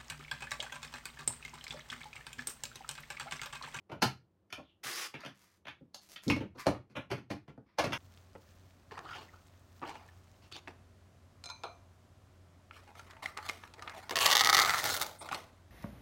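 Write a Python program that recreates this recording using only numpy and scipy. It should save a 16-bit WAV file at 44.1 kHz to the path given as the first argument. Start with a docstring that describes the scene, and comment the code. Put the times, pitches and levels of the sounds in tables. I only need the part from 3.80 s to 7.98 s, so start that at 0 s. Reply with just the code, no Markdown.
"""A plastic paper trimmer on a wooden desk in a small room.
The clear rail drops onto the card (0.1-0.8 s) and a finger squeaks on the plastic. The blade slider is
pushed through in one swish of parting fibres and stick-slip squeal (1.0-1.3 s), then drawn back with a
light rasp. The rail snaps free and rings (2.5 s). The parts knock and tap as fingers handle them
(to 4.1 s), each blow sounding desk, base, rail and edge. The room rumbles faintly throughout."""
import sys
import numpy as np
from scipy import signal
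from scipy.io import wavfile
from scipy.ndimage import uniform_filter1d

SR = 44100
rng = np.random.default_rng(int(sys.argv[2]) if len(sys.argv) > 2 else 0)


def unload_audio(sound):
    """Save the sound as a 16-bit wav file, at the path given as the first command line argument."""
    columns = np.transpose(np.atleast_2d(sound))
    # keep every value between -1 and 1, then stretch to whole-number steps
    steps = np.round(np.clip(columns, -1, 1) * 32767)
    wavfile.write(sys.argv[1], SR, steps.astype(np.int16))


N = 184249
GRID_HZ = np.fft.rfftfreq(4096, 1 / SR)


def knocks():
    """Firm parts strike once; loose parts graze, cross their play and seat."""
    # firm blows: t/s, contact/s, strength/dB, brightness/dB, weight/dB, hardness/dB
    # brightness = rail over base, weight = desk over plastic, hardness = edge tick over plastic
    firm = [(1.041, 0.0093, -27, -22, 3, -19), (1.406, 0.0007, -35, 5, -13, 5.5),
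            (1.435, 0.0026, -19, -20, -34, -22), (1.853, .0014, -24, 2, -10, -18.5),
            (2.008, 0.0042, -46, -19, 23, -29), (2.144, 0.0019, -23.5, -5.5, -20, 5.5),
            (2.36, .0023, -16, 13, -22, -13), (2.48, .001, -22.5, -9, 8, 9),
            (2.561, .004, -10.5, -6, 3.5, -14.5), (2.748, 0.011, -25.5, -13, 3, -18.5),
            (2.945, 0.004, -15, -6.5, 1, -35), (3.095, .012, -36, -0.5, 6.5, -7.5),
            (3.378, 0.0026, -24, -1, 2, -12.5), (3.776, 0.0029, -27, -37.5, 7.5, -32),
            (4.039, 0.0036, -1, -2.5, -4.5, -12.5), (4.059, 0.0044, -16, 5, 6, -18),
            (4.103, 0.0044, -18, -21, 3, -12.5)]
    # loose parts seating: the same six columns, play/s, graze over seating/dB
    loose = [(0.115, 0.0053, -10.5, -7, -4, -22, .022, -9), (0.224, 0.0018, 6, 0, -5.5, -4.5, .005, -4.5),
             (0.726, 0.0012, -10, 7.5, -16, -6.5, 0.023, -20.5),
             (0.791, 0.0041, -21.5, -9, -1, -34, .015, 1.5), (1.35, 0.002, -18.5, 4, -3.5, -13.5, .011, 3),
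             (1.461, 0.00088, -15.5, 5, -3.5, -7, .012, -3), (1.881, .002, -14, 5, -15, -18.5, .013, -2),
             (2.472, 0.0035, -31, 4, 31, -17, 0.011, -4), (2.5, 0.0021, -3, -1.5, 6, -6, 0.015, -18.5),
             (2.616, .0045, -19, -4.5, 6.5, -21, .014, 5),
             (2.867, 0.00091, 7.5, -7, -5.5, -17.5, 0.0078, -18),
             (3.163, .005, -6.5, -0.5, -6, -18.5, .011, -6), (3.312, 0.004, -5, -1.5, 0, -11.5, 0.011, -9),
             (3.51, 0.0036, -13.5, -3.5, 2, -11.5, 0.0089, 4.5),
             (3.691, 0.0042, -30.5, -3, 6, -15.5, 0.014, 4.5), (3.991, .0025, 0, -5, -15, -11, 0.0068, 4.5),
             (4.13, 0.0024, -2.5, 4, -14, -9.5, .009, -4)]
    out, blows = np.zeros(N), list(firm)
    for at_s, contact_s, strength_db, brightness_db, weight_db, hardness_db, play_s, graze_db in loose:
        # a graze: longer contact, less tick
        blows.append((at_s - play_s, contact_s * 1.3, strength_db + graze_db,
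                      brightness_db, weight_db, hardness_db - 1.5))
        blows.append((at_s, contact_s, strength_db, brightness_db, weight_db, hardness_db))
    for at_s, *settings in blows:
        for delay_s, sound in blow(*settings):
            add(out, at_s + delay_s, sound)
    return out


def blow(contact_s, strength_db, brightness_db, weight_db, hardness_db,
         desk_lag_s=0.003, scuff_s=0.0029, scuff_db=-17):
    """A scuff, a click and a short chatter ring desk, base, rail and edge; returns (delay/s, sound)s."""
    # spectrum of a hard edge: f/Hz, level/dB
    edge = [(1800, -20), (3200, -4.5), (4200, 6), (6100, -1.5), (7400, -13), (11000, -14.5), (16000, -25)]
    # resonances of the trimmer on its desk: f/Hz, width/Hz, level over the broad response/dB
    body_modes = [(78, 36, 6), (131, 23, 9), (199, 11, 6.5), (283, 48, 8.5), (435, 20, 1.5), (548, 98, 6),
                  (666, 23, 1.5), (903, 37, -9), (1041, 32, 1.5), (1423, 170, 8), (1724, 16, 3.5),
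                  (2199, 70, 1), (3042, 44, -0.5), (3480, 140, -0.5), (4470, 17, -2)]
    t = np.arange(-SR // 50, SR // 3) / SR
    progress = np.maximum(t, 0) / contact_s
    pressure = progress * np.exp(1 - progress) + amp(scuff_db) * np.exp(-abs(t) / scuff_s)
    force = unit(grains(len(t), per_s=6400, spread_db=3.5) * pressure)
    force[np.argmin(abs(progress - 1))] += 0.21  # the click
    reverb = through(force, reflections(build_s=0.0014))
    rail_share = 1 / (1 + amp(-brightness_db) ** 2)
    rail_db = strength_db + 10 * np.log10(rail_share)
    # pitch: the desk falls with strength, the base with weight; the rail climbs with its share
    desk = hump(195.6 * 2 ** (-strength_db / 111), below_oct=1.0, above_oct=0.59)
    base = hump(667.7 * 2 ** (-weight_db / 55.5), below_oct=0.55, above_oct=0.697)
    rail = hump(1530.5 + (2700 - 1530.5) * rail_share, below_oct=0.56, above_oct=0.52)
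    parts = [(desk, strength_db + weight_db, desk_lag_s),  # the heavy desk answers late
             (base, rail_db - brightness_db, 0),
             (rail, rail_db, 0),
             (edge, strength_db + hardness_db, 0)]
    sounds = []
    for spectrum, level_db, lag_s in parts:
        drive = force + amp(3.0 + 0.12 * level_db) * reverb  # light taps sound drier
        ring = unit(through(drive, response(spectrum, body_modes)))
        sounds.append((t[0] + lag_s, amp(level_db) * ring))
    return sounds


def rail_ring():
    """The freed rail rings on in a few bending modes."""
    # rail springing free: t/s, energy/dB
    snaps = [(2.5002, 0.5), (2.564, -18)]
    # bending modes: f/Hz, level/dB, t60/s
    modes = [(2192, 8.5, 0.11), (2300, 2.5, 0.13), (2526, 12, 0.082), (2670, -24, .14), (2800, 8.5, 0.023),
             (2720, 3, 0.15)]
    out, t = np.zeros(N), np.arange(SR // 2) / SR
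    ring = sum(amp(db - 60 * t / t60_s) * np.sin(2 * np.pi * hz * t) for hz, db, t60_s in modes)
    for at_s, energy_db in snaps:
        add(out, at_s, amp(energy_db) * unit(through(ring, room(wet_db=-4.0))))
    return out


def blade_cut(judder=0.086):
    """The blade parts thousands of fibres a second, juddering as it goes: a tear and a brighter bite."""
    # blade in the card: t/s, tear/dB, bite/dB
    push = [(1.04, -44.5, -46), (1.05, -43, -45), (1.11, -42.5, -45.5), (1.14, -47, -45),
            (1.19, -41.5, -44.5), (1.245, -42.5, -48), (1.27, -45, -51.5)]
    # spectrum of tearing card: f/Hz, level/dB
    tear_spectrum = [(88, -65), (150, -24), (209, -17), (254, -23), (383, -6.5), (675, -7), (774, 0),
                     (979, -3), (1120, 2), (1870, 6), (3160, 0.5), (4950, -11), (7620, -6), (10200, -15),
                     (16000, -21)]
    # spectrum of the blade's edge: f/Hz, level/dB
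    bite_spectrum = [(2500, -24.5), (3900, -3.5), (5000, -9.5), (6200, -3.5), (7500, -14.5), (10000, -9),
                     (16000, -17)]
    # slider track resonances: f/Hz, width/Hz, level/dB
    track_modes = [(362, 110, 11), (1220, 97, 2), (1770, 140, -12), (3420, 160, -12), (5000, 170, 9),
                   (5370, 200, 3), (6300, 250, -6)]
    times_s, tear_db, bite_db = np.transpose(push)
    tear_ir, bite_ir = response(tear_spectrum, track_modes), response(bite_spectrum, track_modes)
    tear = stroke(times_s, tear_db, tear_ir, per_s=2800, spread_db=0.5, rise_s=0.0098, fall_s=0.005)
    bite = stroke(times_s, bite_db, bite_ir, per_s=2000, spread_db=-3.5, rise_s=0.0088, fall_s=0.011)
    grip = 1 + judder * unit_rms(uniform_filter1d(rng.standard_normal(N), size=300))
    return through((tear + bite) * grip, room(wet_db=-5.5))


def squeaks():
    """Finger and blade stick and slip: fuzzy whistles whose pitch follows the sliding speed."""
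    # finger on plastic: t/s, f/Hz, level/dB
    finger = [(.83, 3650, -76), (.87, 3320, -73.5), (.9, 3154, -68.5), (.93, 3010, -78), (.98, 3040, -99)]
    # sliding blade: t/s, f/Hz, level/dB
    blade = [(1.12, 4710, -51), (1.16, 5150, -44), (1.19, 5950, -55), (1.215, 5700, -54), (1.24, 5130, -47),
             (1.275, 4500, -67)]
    out = np.zeros(N)
    for path, flutter_hz in [(finger, 360), (blade, 300)]:
        times_s, hz, db = np.transpose(path)
        t = np.arange(times_s[0], times_s[-1], 1 / SR)
        lowpass = signal.butter(2, flutter_hz, fs=SR, output="sos")
        flutter = signal.sosfilt(lowpass, rng.standard_normal(len(t)))
        tone = np.cos(2 * np.pi * np.cumsum(np.interp(t, times_s, hz)) / SR)
        whistle = np.zeros(N)
        add(whistle, times_s[0], amp(np.interp(t, times_s, db)) * unit_rms(flutter * tone))
        out += through(whistle, room(wet_db=-3.0))
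    return out


def glides():
    """Slider and card glide without cutting: a rasp in the rail's resonances, a fine hiss on top."""
    # light pushes: start/s, length/s, rasp/dB, hiss/dB
    pushes = [(1.383, 0.12, -53.5, -74), (1.551, .22, -71.5, -68.5), (2.218, 0.063, -108, -62.5),
              (2.299, 0.037, -74, -50), (2.435, 0.029, -61, -51.5), (2.787, 0.034, -44, -51.5),
              (3.864, 0.097, -73.5, -97)]
    # spectrum of plastic sliding on plastic: f/Hz, level/dB
    rasp_spectrum = [(300, -20), (900, -14), (2100, 5.5), (3200, -0.5), (5500, 5), (7500, -39)]
    # rubbed rail resonances: f/Hz, width/Hz, level/dB
    rail_modes = [(1037, 220, 34), (1980, 120, -3), (3050, 100, 2.5), (5280, 360, -17.5)]
    # spectrum of the sliding hiss: f/Hz, level/dB
    hiss_spectrum = [(3000, 4.5), (6000, 7.5), (8000, 2.5), (12000, 1), (16000, -3.5)]
    rasp, hiss = response(rasp_spectrum, rail_modes), response(hiss_spectrum)
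    out, swell_db = np.zeros(N), np.array([-5.5, 0, -9])
    for start_s, length_s, rasp_db, hiss_db in pushes:
        times_s = start_s + length_s * np.array([0, 0.32, 1])  # a push peaks early, then slows
        out += stroke(times_s, rasp_db + swell_db, rasp, per_s=1800, spread_db=2.5,
                      rise_s=0.013, fall_s=0.012)
        out += stroke(times_s, hiss_db + swell_db, hiss, per_s=1300, spread_db=5.5,
                      rise_s=0.015, fall_s=0.012)
    return through(out, room(wet_db=-0.5))


def stroke(times_s, level_db, body_ir, per_s, spread_db, rise_s, fall_s):
    """Friction grains ring a body for as long as a stroke lasts."""
    t = np.arange(N) / SR
    start_s, end_s = times_s[0], times_s[-1]
    contact = np.interp(t, [start_s - rise_s, start_s, end_s, end_s + fall_s], [0, 1, 1, 0])
    friction = unit_rms(through(grains(N, per_s, spread_db), body_ir))
    return amp(np.interp(t, times_s, level_db)) * contact * friction


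def grains(size, per_s, spread_db):
    """Tiny slips at random moments; a few differ from the rest by up to 4 * spread_db."""
    slips = rng.choice([-1, 1], size) * (rng.random(size) < per_s / SR)
    return slips * amp(spread_db * np.minimum(rng.exponential(1, size), 4))


def room(wet_db):
    """Impulse response: direct sound, then reflections."""
    ir = amp(wet_db) * reflections(build_s=0.0033)
    ir[0] += 1
    return unit(ir)


def reflections(build_s):
    """Dense reflections build up, then die at each band's own rate."""
    # room decay: f/Hz, t60/s
    decay = [(80, 0.4), (210, 0.19), (560, 0.18), (1470, 0.21), (3880, 0.21), (10200, 0.18)]
    size = SR // 2
    hz, frame_s, bands = signal.stft(rng.standard_normal(size), SR, nperseg=256)
    bands = bands * amp(-60 * frame_s / log_interp(decay, hz)[:, None])
    tail = signal.istft(bands, SR, nperseg=256)[1][:size]
    build_up = 1 - np.exp(-(np.arange(size) / SR / build_s) ** 2)
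    return unit(tail * build_up)


def room_tone(rms_db=-74):
    """The low rumble of a quiet room."""
    # rumble spectrum: f/Hz, level/dB
    spectrum = [(15, -36), (25, -27.5), (59, -7.5), (92, 4.5), (137, -11.5), (190, 4), (263, -13.5),
                (317, -2), (439, -10.5), (677, -13.5), (2050, -30), (16000, -46.5)]
    return amp(rms_db) * unit_rms(through(rng.standard_normal(N), response(spectrum)))


def hump(centre_hz, below_oct, above_oct, steepness=2.216):
    """A broad peak as rows of f/Hz, level/dB."""
    hz = np.geomspace(15, SR / 2, 80)
    octaves = np.log2(hz / centre_hz)
    distance = np.maximum(-octaves / below_oct, octaves / above_oct)
    return np.c_[hz, -60 * np.tanh(distance ** steepness / 20)]


def response(spectrum, modes=()):
    """Minimum-phase impulse response of a broad spectrum with resonances on it."""
    peaks = sum(amp(db) ** 2 / (1 + (2 * (GRID_HZ - hz) / width_hz) ** 2) for hz, width_hz, db in modes)
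    gain = amp(log_interp(spectrum, GRID_HZ)) * np.sqrt(1 + peaks)
    log_gain = np.log(np.maximum(np.r_[gain, gain[-2:0:-1]], 1e-5))
    return np.fft.ifft(np.exp(np.conj(signal.hilbert(log_gain)))).real


def log_interp(points, hz):
    """Joins (f/Hz, value) points on a log-frequency axis."""
    points_hz, values = np.transpose(points)
    return np.interp(np.log(hz + 1), np.log(points_hz + 1), values)


def amp(db):
    """Decibels to gain."""
    return 10 ** (np.asarray(db) / 20)


def unit(x):
    """Scales to energy 1."""
    return x / np.sqrt(np.sum(x ** 2) + 1e-20)


def unit_rms(x):
    """Scales to rms 1."""
    return unit(x) * np.sqrt(len(x))


def through(x, ir):
    """Convolves, keeping the length."""
    return signal.fftconvolve(x, ir)[:len(x)]


def add(mix, at_s, sound):
    """Mixes a sound in at a given time."""
    part = mix[max(round(at_s * SR), 0):][:len(sound)]
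    part += sound[:len(part)]


def scene():
    """All sources in one channel."""
    return (squeaks() + knocks() + rail_ring() + blade_cut() + glides() + room_tone())[None]


def record(dry):
    """Low-pass at 15950 Hz."""
    lowpass = signal.firwin(511, 15950, window=("kaiser", 9), fs=SR)
    return signal.oaconvolve(dry, lowpass[None], "same")


dry = scene()
out = record(dry)
unload_audio(out)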